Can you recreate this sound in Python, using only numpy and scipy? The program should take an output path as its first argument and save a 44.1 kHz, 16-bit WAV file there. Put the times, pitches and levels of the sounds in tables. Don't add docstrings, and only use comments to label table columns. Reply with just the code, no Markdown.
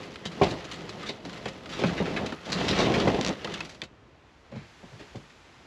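import sys
import numpy as np
from scipy import signal
from scipy.io import wavfile
from scipy.ndimage import uniform_filter1d

SR = 44100
rng = np.random.default_rng(int(sys.argv[2]) if len(sys.argv) > 2 else 0)


def wav_out(sig):
    wavfile.write(sys.argv[1], SR, np.round(np.clip(np.atleast_2d(sig).T, -1, 1) * 32767).astype(np.int16))


N = 249606
CUT_S, BAND_LIMIT_HZ = 3.863, 15500

# (time [s], curtain boom [dB], slat rattle [dB])
BLIND_TRAVEL = [(0, -42, -46.5), (0.24, -50, -54.5), (0.35, -42.5, -49), (0.47, -30.5, -39.5),
                (0.64, -43.5, -49), (1.1, -41.5, -46.5), (1.2, -47, -60), (1.28, -43, -49),
                (1.52, -43.5, -48.5), (1.62, -47, -53.5), (1.84, -35.5, -36.5), (1.95, -33, -43),
                (2.26, -31, -44), (2.37, -49, -50), (2.44, -48, -51), (2.58, -31, -37.5), (2.8, -24.5, -31),
                (3.1, -25.5, -36), (3.23, -35, -39), (3.302, -27, -38), (3.36, -44.5, -49.5),
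                (3.56, -41, -41.5), (3.8, -54.5, -61)]
# (time [s], level [dB], centre [Hz], chatter t60 [s])
SLAT_CLACKS = [(0.03, -44, 3750, 0.11), (0.139, -47, 3000, 0.08), (0.157, -37, 2170, 0.018),
               (0.2535, -32, 3900, 0.08), (0.315, -45, 3557, 0.17), (0.415, -28.5, 2300, 0.17),
               (0.432, -28.5, 3260, 0.083), (0.509, -36.5, 4183, 0.05), (0.643, -43, 5159, 0.091),
               (0.714, -36, 5000, 0.17), (0.892, -36.5, 4700, 0.051), (1.03, -37.5, 1270, 0.032),
               (1.25, -40, 3400, 0.073), (1.294, -42, 3988, 0.076), (1.329, -42, 3500, 0.053),
               (1.374, -47, 3900, 0.08), (1.455, -32.5, 2230, 0.075), (1.482, -36.5, 3470, 0.059),
               (1.658, -39.5, 1610, 0.022), (1.692, -42, 3620, 0.44), (1.79, -37, 2700, 0.12),
               (1.836, -26.5, 1660, 0.065), (1.893, -35.5, 1200, 0.047), (2.055, -35.5, 1940, 0.41),
               (2.26, -34, 3570, 0.064), (2.322, -34, 1330, 0.042), (2.453, -41, 4223, 0.3),
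               (2.499, -40, 3839, 0.051), (2.519, -27, 4700, 0.16), (2.681, -25.5, 3900, 0.19),
               (2.71, -28, 3830, 0.04), (2.94, -28, 2570, 0.14), (2.999, -28.5, 3050, 0.072),
               (3.075, -26, 1740, 0.062), (3.145, -35.5, 2361, 0.027), (3.225, -38, 3250, 0.076),
               (3.445, -31, 3150, 0.033), (3.473, -35, 1550, 0.03), (3.539, -31.5, 3630, 0.034),
               (3.605, -29, 2250, 0.026), (3.649, -42, 5300, 0.046), (3.692, -43, 4730, 0.17),
               (3.746, -48.5, 4429, 0.071), (3.817, -28, 2920, 0.023), (5.155, -48, 3800, 0.087),
               (5.299, -52.5, 1773, 0.11)]
# (time [s], level [dB], centre [Hz], chatter t60 [s])
SLAT_SCRAPES = [(0.48, -41, 4346, 0.23), (0.57, -54, 4183, 0.19), (0.81, -51, 3523, 0.051),
                (1.056, -37.5, 3900, 0.15), (1.085, -30, 4160, 0.041), (1.72, -38, 4750, 0.16),
                (1.86, -37, 3760, 0.056), (1.968, -33, 2210, 0.14), (2.16, -29, 1950, 0.057),
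                (2.59, -35, 3580, 0.13), (2.785, -26, 3800, 0.14), (3.832, -40.5, 4700, 0.028),
                (4.51, -53.5, 1660, 0.18), (4.545, -50.5, 1860, 0.62), (4.99, -48, 2208, 0.12)]
# (time [s], level [dB])
EDGE_TICKS = [(0.6523, -40), (0.714, -37.5), (2.5294, -25.5), (2.69, -25.5), (3.2116, -23.5),
              (3.2482, -23.5), (3.264, -25), (3.2748, -27), (3.2829, -27.5), (3.2916, -28), (3.3284, -43)]
# (time [s], level [dB], centre [Hz], chatter t60 [s])
CURTAIN_THUMPS = [(0.192, -44.5, 188, 0.5), (0.256, -30, 163, 0.019), (0.411, -13.5, 330, 0.089),
                  (0.435, -22.5, 184, 0.08), (0.51, -29, 262, 0.16), (1.092, -33.5, 790, 0.095),
                  (1.252, -36, 190, 0.05), (1.457, -27, 460, 0.062), (1.79, -29, 394, 0.048),
                  (1.812, -24, 390, 0.19), (1.836, -18.5, 161, 0.068), (2.0, -20.5, 206, 0.055),
                  (2.21, -30, 499, 0.11), (2.322, -31, 635, 0.086), (2.465, -34.5, 694, 0.23),
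                  (2.523, -35, 167, 0.063), (2.61, -25.5, 346, 0.078), (2.79, -21.5, 500, 0.1),
                  (2.86, -25, 315, 0.29), (2.95, -23, 170, 0.11), (3.07, -17, 229, 0.077),
                  (3.135, -22, 360, 0.12), (3.185, -20.5, 364, 0.12), (3.443, -31.5, 314, 0.06),
                  (3.475, -35, 515, 0.13), (3.82, -37, 400, 0.07)]
# (time [s], level [dB], centre [Hz], chatter t60 [s])
TRIM_BUMPS = [(4.515, -37.5, 200, 0.12), (4.549, -34, 167, 0.12), (4.6, -48, 110, 0.15),
              (4.827, -40, 180, 0.054), (4.912, -42, 150, 0.26), (4.99, -42.5, 350, 0.12),
              (5.143, -34.5, 203, 0.075), (5.17, -48, 120, 0.2)]
# (frequency [Hz], level [dB], base t60 [s])
SLAT_MODES = [(1238, 5, 0.098), (1650, 16, 0.0081), (1998, 8, 0.037), (2100, 16.5, 0.011), (2709, 0, 0.084),
              (2963, 3, 0.039), (3524, 5, 0.034), (3706, 17, 0.0083), (4113, -7, 0.085), (4384, 4.5, 0.013),
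              (5970, 0, 0.017), (5520, 7, 0.0095), (6040, -24, 0.0047), (6360, 0.5, 0.0069),
              (7280, 1, 0.0054)]
# (frequency [Hz], level [dB], base t60 [s])
CURTAIN_MODES = [(79, -21, 0.088), (95, 0, 0.033), (161, 2.5, 0.093), (173.1, -0.5, 0.28),
                 (229, -2.5, 0.068), (297, 18, 0.051), (372.6, 15, 0.036), (407.6, 8.5, 0.028),
                 (426, -25, 0.083), (518.3, 11, 0.058), (515, 6.5, 0.13), (737, -12.5, 0.023),
                 (887, 0.5, 0.028)]
# (frequency [Hz], level [dB], base t60 [s])
TRIM_MODES = [(75, 4, 0.071), (104, 0, 0.05), (150, 3, 0.044), (190, 1.5, 0.05), (240, -0.5, 0.035),
              (321, 1, 0.043), (436, 1, 0.029), (606, -4, 0.025)]
# (frequency [Hz], density [dB])
CONTACT_SPECTRUM = [(400, -19.5), (900, 3.5), (2000, 7), (4200, 5.5), (5500, -0.5), (7500, -1.5),
                    (11000, -7.5), (15000, -24.5)]
# (frequency [Hz], density [dB])
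PANEL_SPECTRUM = [(15, -52), (25, -19.5), (145, -2.5), (357, -5.5), (468, -9), (514, -7), (663, -9.5),
                  (1100, -17.5), (1430, -40.5), (2420, -120)]
# (frequency [Hz], density [dB])
AIR_SPECTRUM = [(18, -32), (55, 11), (110, 5), (200, 2), (350, 2), (1000, -8), (2500, -19), (5000, -32),
                (8000, -34.5), (15000, -44)]
# (time [s], level [dB], tilt above 500 Hz [dB/octave])
AIR_CURVE = [(3.87, -55.5, 2.5), (4.138, -56.5, 3), (4.4, -58.5, 4.5), (4.568, -54, 3.5), (4.676, -57.5, 6),
             (5.03, -54, 6), (5.33, -58, 6), (5.66, -54.5, 5)]
# (frequency [Hz], gain [dB])
MIC_RESPONSE = [(15, -49), (32, -2), (55, -1), (4300, 1), (5000, 0.5), (7200, -5.5), (8600, -16),
                (9050, -23.5), (9500, -15), (11200, -16.5), (12000, -24), (15000, -29)]


def moving_blind():
    times_s, boom_db, rattle_db = np.transpose(BLIND_TRAVEL)
    t = np.arange(N) / SR
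    boom_db, rattle_db = np.interp(t, times_s, boom_db), np.interp(t, times_s, rattle_db)
    boom = shaken(CURTAIN_MODES, PANEL_SPECTRUM, bare_db=-3, focus_db=3.2, gust_db=0.85,
                  rate_hz=100, spread_db=2.35, rub=0.85, damping=0.83)
    rattle = shaken(SLAT_MODES, CONTACT_SPECTRUM, bare_db=-2.4, focus_db=3, gust_db=4.8,
                    rate_hz=400, spread_db=5.3, rub=1, damping=4.2)
    grains = contacts(N, rate_hz=49, spread_db=1.8, rub=1.7) * gain(0.5 * wander(rate_hz=41))
    grit = unit_rms(highpass(grains, 6500)) * gain(0.57 * rattle_db - 26)
    return boom * gain(boom_db) + rattle * gain(rattle_db) + grit


def slat_clacks():
    return blows(SLAT_CLACKS, SLAT_MODES, CONTACT_SPECTRUM, rise_s=0.00073, strike=3.8,
                 rate_hz=2500, spread_db=1.4, rub=0.26, focus_db=23, damping=3,
                 bare_db=5.5, bare_db_per_oct=5.5, bare_db_per_db=-0.58)


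def curtain_thumps():
    return blows(CURTAIN_THUMPS, CURTAIN_MODES, PANEL_SPECTRUM, rise_s=0.00266, strike=6.2,
                 rate_hz=500, spread_db=2.5, rub=0.97, focus_db=27.6, damping=1.02,
                 bare_db=3.5, bare_db_per_oct=5.5)


def slat_scrapes():
    return blows(SLAT_SCRAPES, SLAT_MODES, CONTACT_SPECTRUM, rise_s=0.0066, strike=0,
                 rate_hz=2500, spread_db=0.9, rub=0.51, focus_db=8.7, damping=1.4,
                 bare_db=-0.5, bare_db_per_oct=5.5, bare_db_per_db=-0.58)


def edge_ticks(centre_hz=6300, t60_s=0.021):
    events = [(time_s, level_db, centre_hz, t60_s) for time_s, level_db in EDGE_TICKS]
    return blows(events, SLAT_MODES, CONTACT_SPECTRUM, rise_s=0.0003, strike=13.4,
                 rate_hz=4300, spread_db=1.5, rub=0.95, focus_db=32, damping=1, bare_db=7.5)


def trim_bumps():
    return blows(TRIM_BUMPS, TRIM_MODES, PANEL_SPECTRUM, rise_s=0.0047, strike=1,
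                 rate_hz=500, spread_db=2.6, rub=1.1, focus_db=10.4, damping=0.88, bare_db=-7)


def blows(events, modes, spectrum, rise_s, strike, rate_hz, spread_db, rub, focus_db, damping,
          bare_db, bare_db_per_oct=0, bare_db_per_db=0):
    out, t = np.zeros(N), np.arange(SR // 5) / SR
    bare = bare_impulse(spectrum)
    middle_hz = np.sqrt(modes[0][0] * modes[-1][0])
    for time_s, level_db, centre_hz, t60_s in events:
        envelope = gain(-60 * t / t60_s) * (1 - np.exp(-t / rise_s)) ** 2
        envelope *= 1 + 0.073 * gain(45 * t / t60_s)
        chatter = envelope * contacts(len(t), rate_hz, spread_db, rub)
        chatter[round(rise_s * SR)] += strike
        ringing = ring(modes, centre_hz, focus_db, damping, detune=0.041)
        contact_db = bare_db + bare_db_per_oct * np.log2(centre_hz / middle_hz)
        contact_db += bare_db_per_db * (level_db + 45)
        contact = gain(contact_db) * highpass(bare, 0.28 * centre_hz)
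        sound = signal.oaconvolve(chatter, ringing + contact)
        peak_rms = np.sqrt(uniform_filter1d(sound ** 2, 180).max())
        span = out[round(time_s * SR):][:len(sound)]
        span += gain(level_db) * sound[:len(span)] / peak_rms
    return out


def shaken(modes, spectrum, bare_db, focus_db, gust_db, rate_hz, spread_db, rub, damping):
    out = np.zeros(N)
    contact = gain(bare_db) * bare_impulse(spectrum)
    for centre_hz in np.geomspace(modes[0][0], modes[-1][0], 10):
        drive = contacts(N, rate_hz, spread_db, rub) * gain(gust_db * wander(rate_hz=24.81))
        ringing = ring(modes, centre_hz, focus_db, damping, detune=0.093)
        out += signal.oaconvolve(drive, gain_at(spectrum, centre_hz) * ringing + contact)[:N]
    return unit_rms(out)


def ring(modes, centre_hz, focus_db, damping, detune):
    hz, db, t60_s = np.transpose(modes)[:, :, None]
    hz = hz * (1 + detune * rng.standard_normal(hz.shape))
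    t = np.arange(4096) / SR
    db = db - focus_db * np.log2(hz / centre_hz) ** 2 - 60 * t * damping / t60_s
    onset = 1 - np.exp(-t * centre_hz * 2.67)
    polarity = (-1.) ** np.arange(len(hz))[:, None]
    sines = polarity * gain(db) * np.sin(2 * np.pi * hz * t)
    return unit_rms(onset * sines.sum(0)) / 64


def contacts(size, rate_hz, spread_db, rub):
    struck = rng.random(size) < rate_hz / SR
    noise = rng.standard_normal(size)
    strength = gain(spread_db * np.minimum(rng.exponential(1, size), 4))
    return unit_rms(unit_rms(struck * np.sign(noise) * strength) + rub * noise)


def bare_impulse(spectrum):
    return unit_rms(coloured(np.arange(4096) == 0, spectrum)) / 64


def cab_reverb(x, low_t60_s=0.13, wet_db=-16):
    t = np.arange(SR // 3) / SR
    taps = np.sign(rng.standard_normal(len(t))) * (rng.random(len(t)) < 0.07) * (t > 0.003)
    low = signal.lfilter([0.2], [1, -0.8], taps)
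    decay_db = -60 * t / low_t60_s
    tail = low * gain(decay_db) + (taps - low) * gain(decay_db / 0.51)
    return x + gain(wet_db) * signal.oaconvolve(x, tail / np.linalg.norm(tail))[:N]


def cab_air():
    times_s, level_db, tilt_db_per_oct = np.transpose(AIR_CURVE)
    noise = unit_rms(coloured(rng.standard_normal(N), AIR_SPECTRUM))
    hz, t, bins = signal.stft(noise, SR, nperseg=512)
    octaves = np.log2(np.maximum(hz, 500) / 500)[:, None]
    bins *= gain(np.interp(t, times_s, level_db) + octaves * np.interp(t, times_s, tilt_db_per_oct))
    return signal.istft(bins, SR, nperseg=512)[1][:N]


def gain(db):
    return 10 ** (db / 20)


def unit_rms(x):
    return x / np.sqrt(np.mean(x ** 2) + 1e-20)


def highpass(x, hz):
    return signal.lfilter(*signal.butter(2, hz, 'high', fs=SR), x)


def wander(rate_hz):
    return np.interp(np.arange(N) / SR * rate_hz, np.arange(2000), rng.standard_normal(2000))


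def gain_at(spectrum, hz):
    points_hz, db = np.transpose(spectrum)
    return gain(np.interp(np.log(hz + 1), np.log(points_hz + 1), db))


def coloured(x, spectrum):
    log_gain = np.log(gain_at(spectrum, abs(np.fft.fftfreq(4096, 1 / SR))))
    taps = np.fft.ifft(np.exp(np.conj(signal.hilbert(log_gain)))).real[:2048]
    return signal.oaconvolve(x, taps)[:len(x)]


def scene():
    slats = slat_clacks() + slat_scrapes()
    crisp_top = gain(-3) * highpass(slats, 7580)
    hits = slats + crisp_top + curtain_thumps() + edge_ticks() + trim_bumps()
    t = np.arange(N) / SR
    before_cut = t < CUT_S
    fade = np.clip((CUT_S - t) / 0.0016, 0, 1)
    busy = fade * cab_reverb(before_cut * (hits + moving_blind()))
    quiet = cab_reverb(~before_cut * hits)
    return (busy + quiet + cab_air())[None]


def record(dry):
    lowpass = signal.firwin(511, BAND_LIMIT_HZ, window=("kaiser", 9), fs=SR)
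    return signal.oaconvolve(coloured(dry[0], MIC_RESPONSE), lowpass, "same")[None]


dry = scene()
out = record(dry)
wav_out(out)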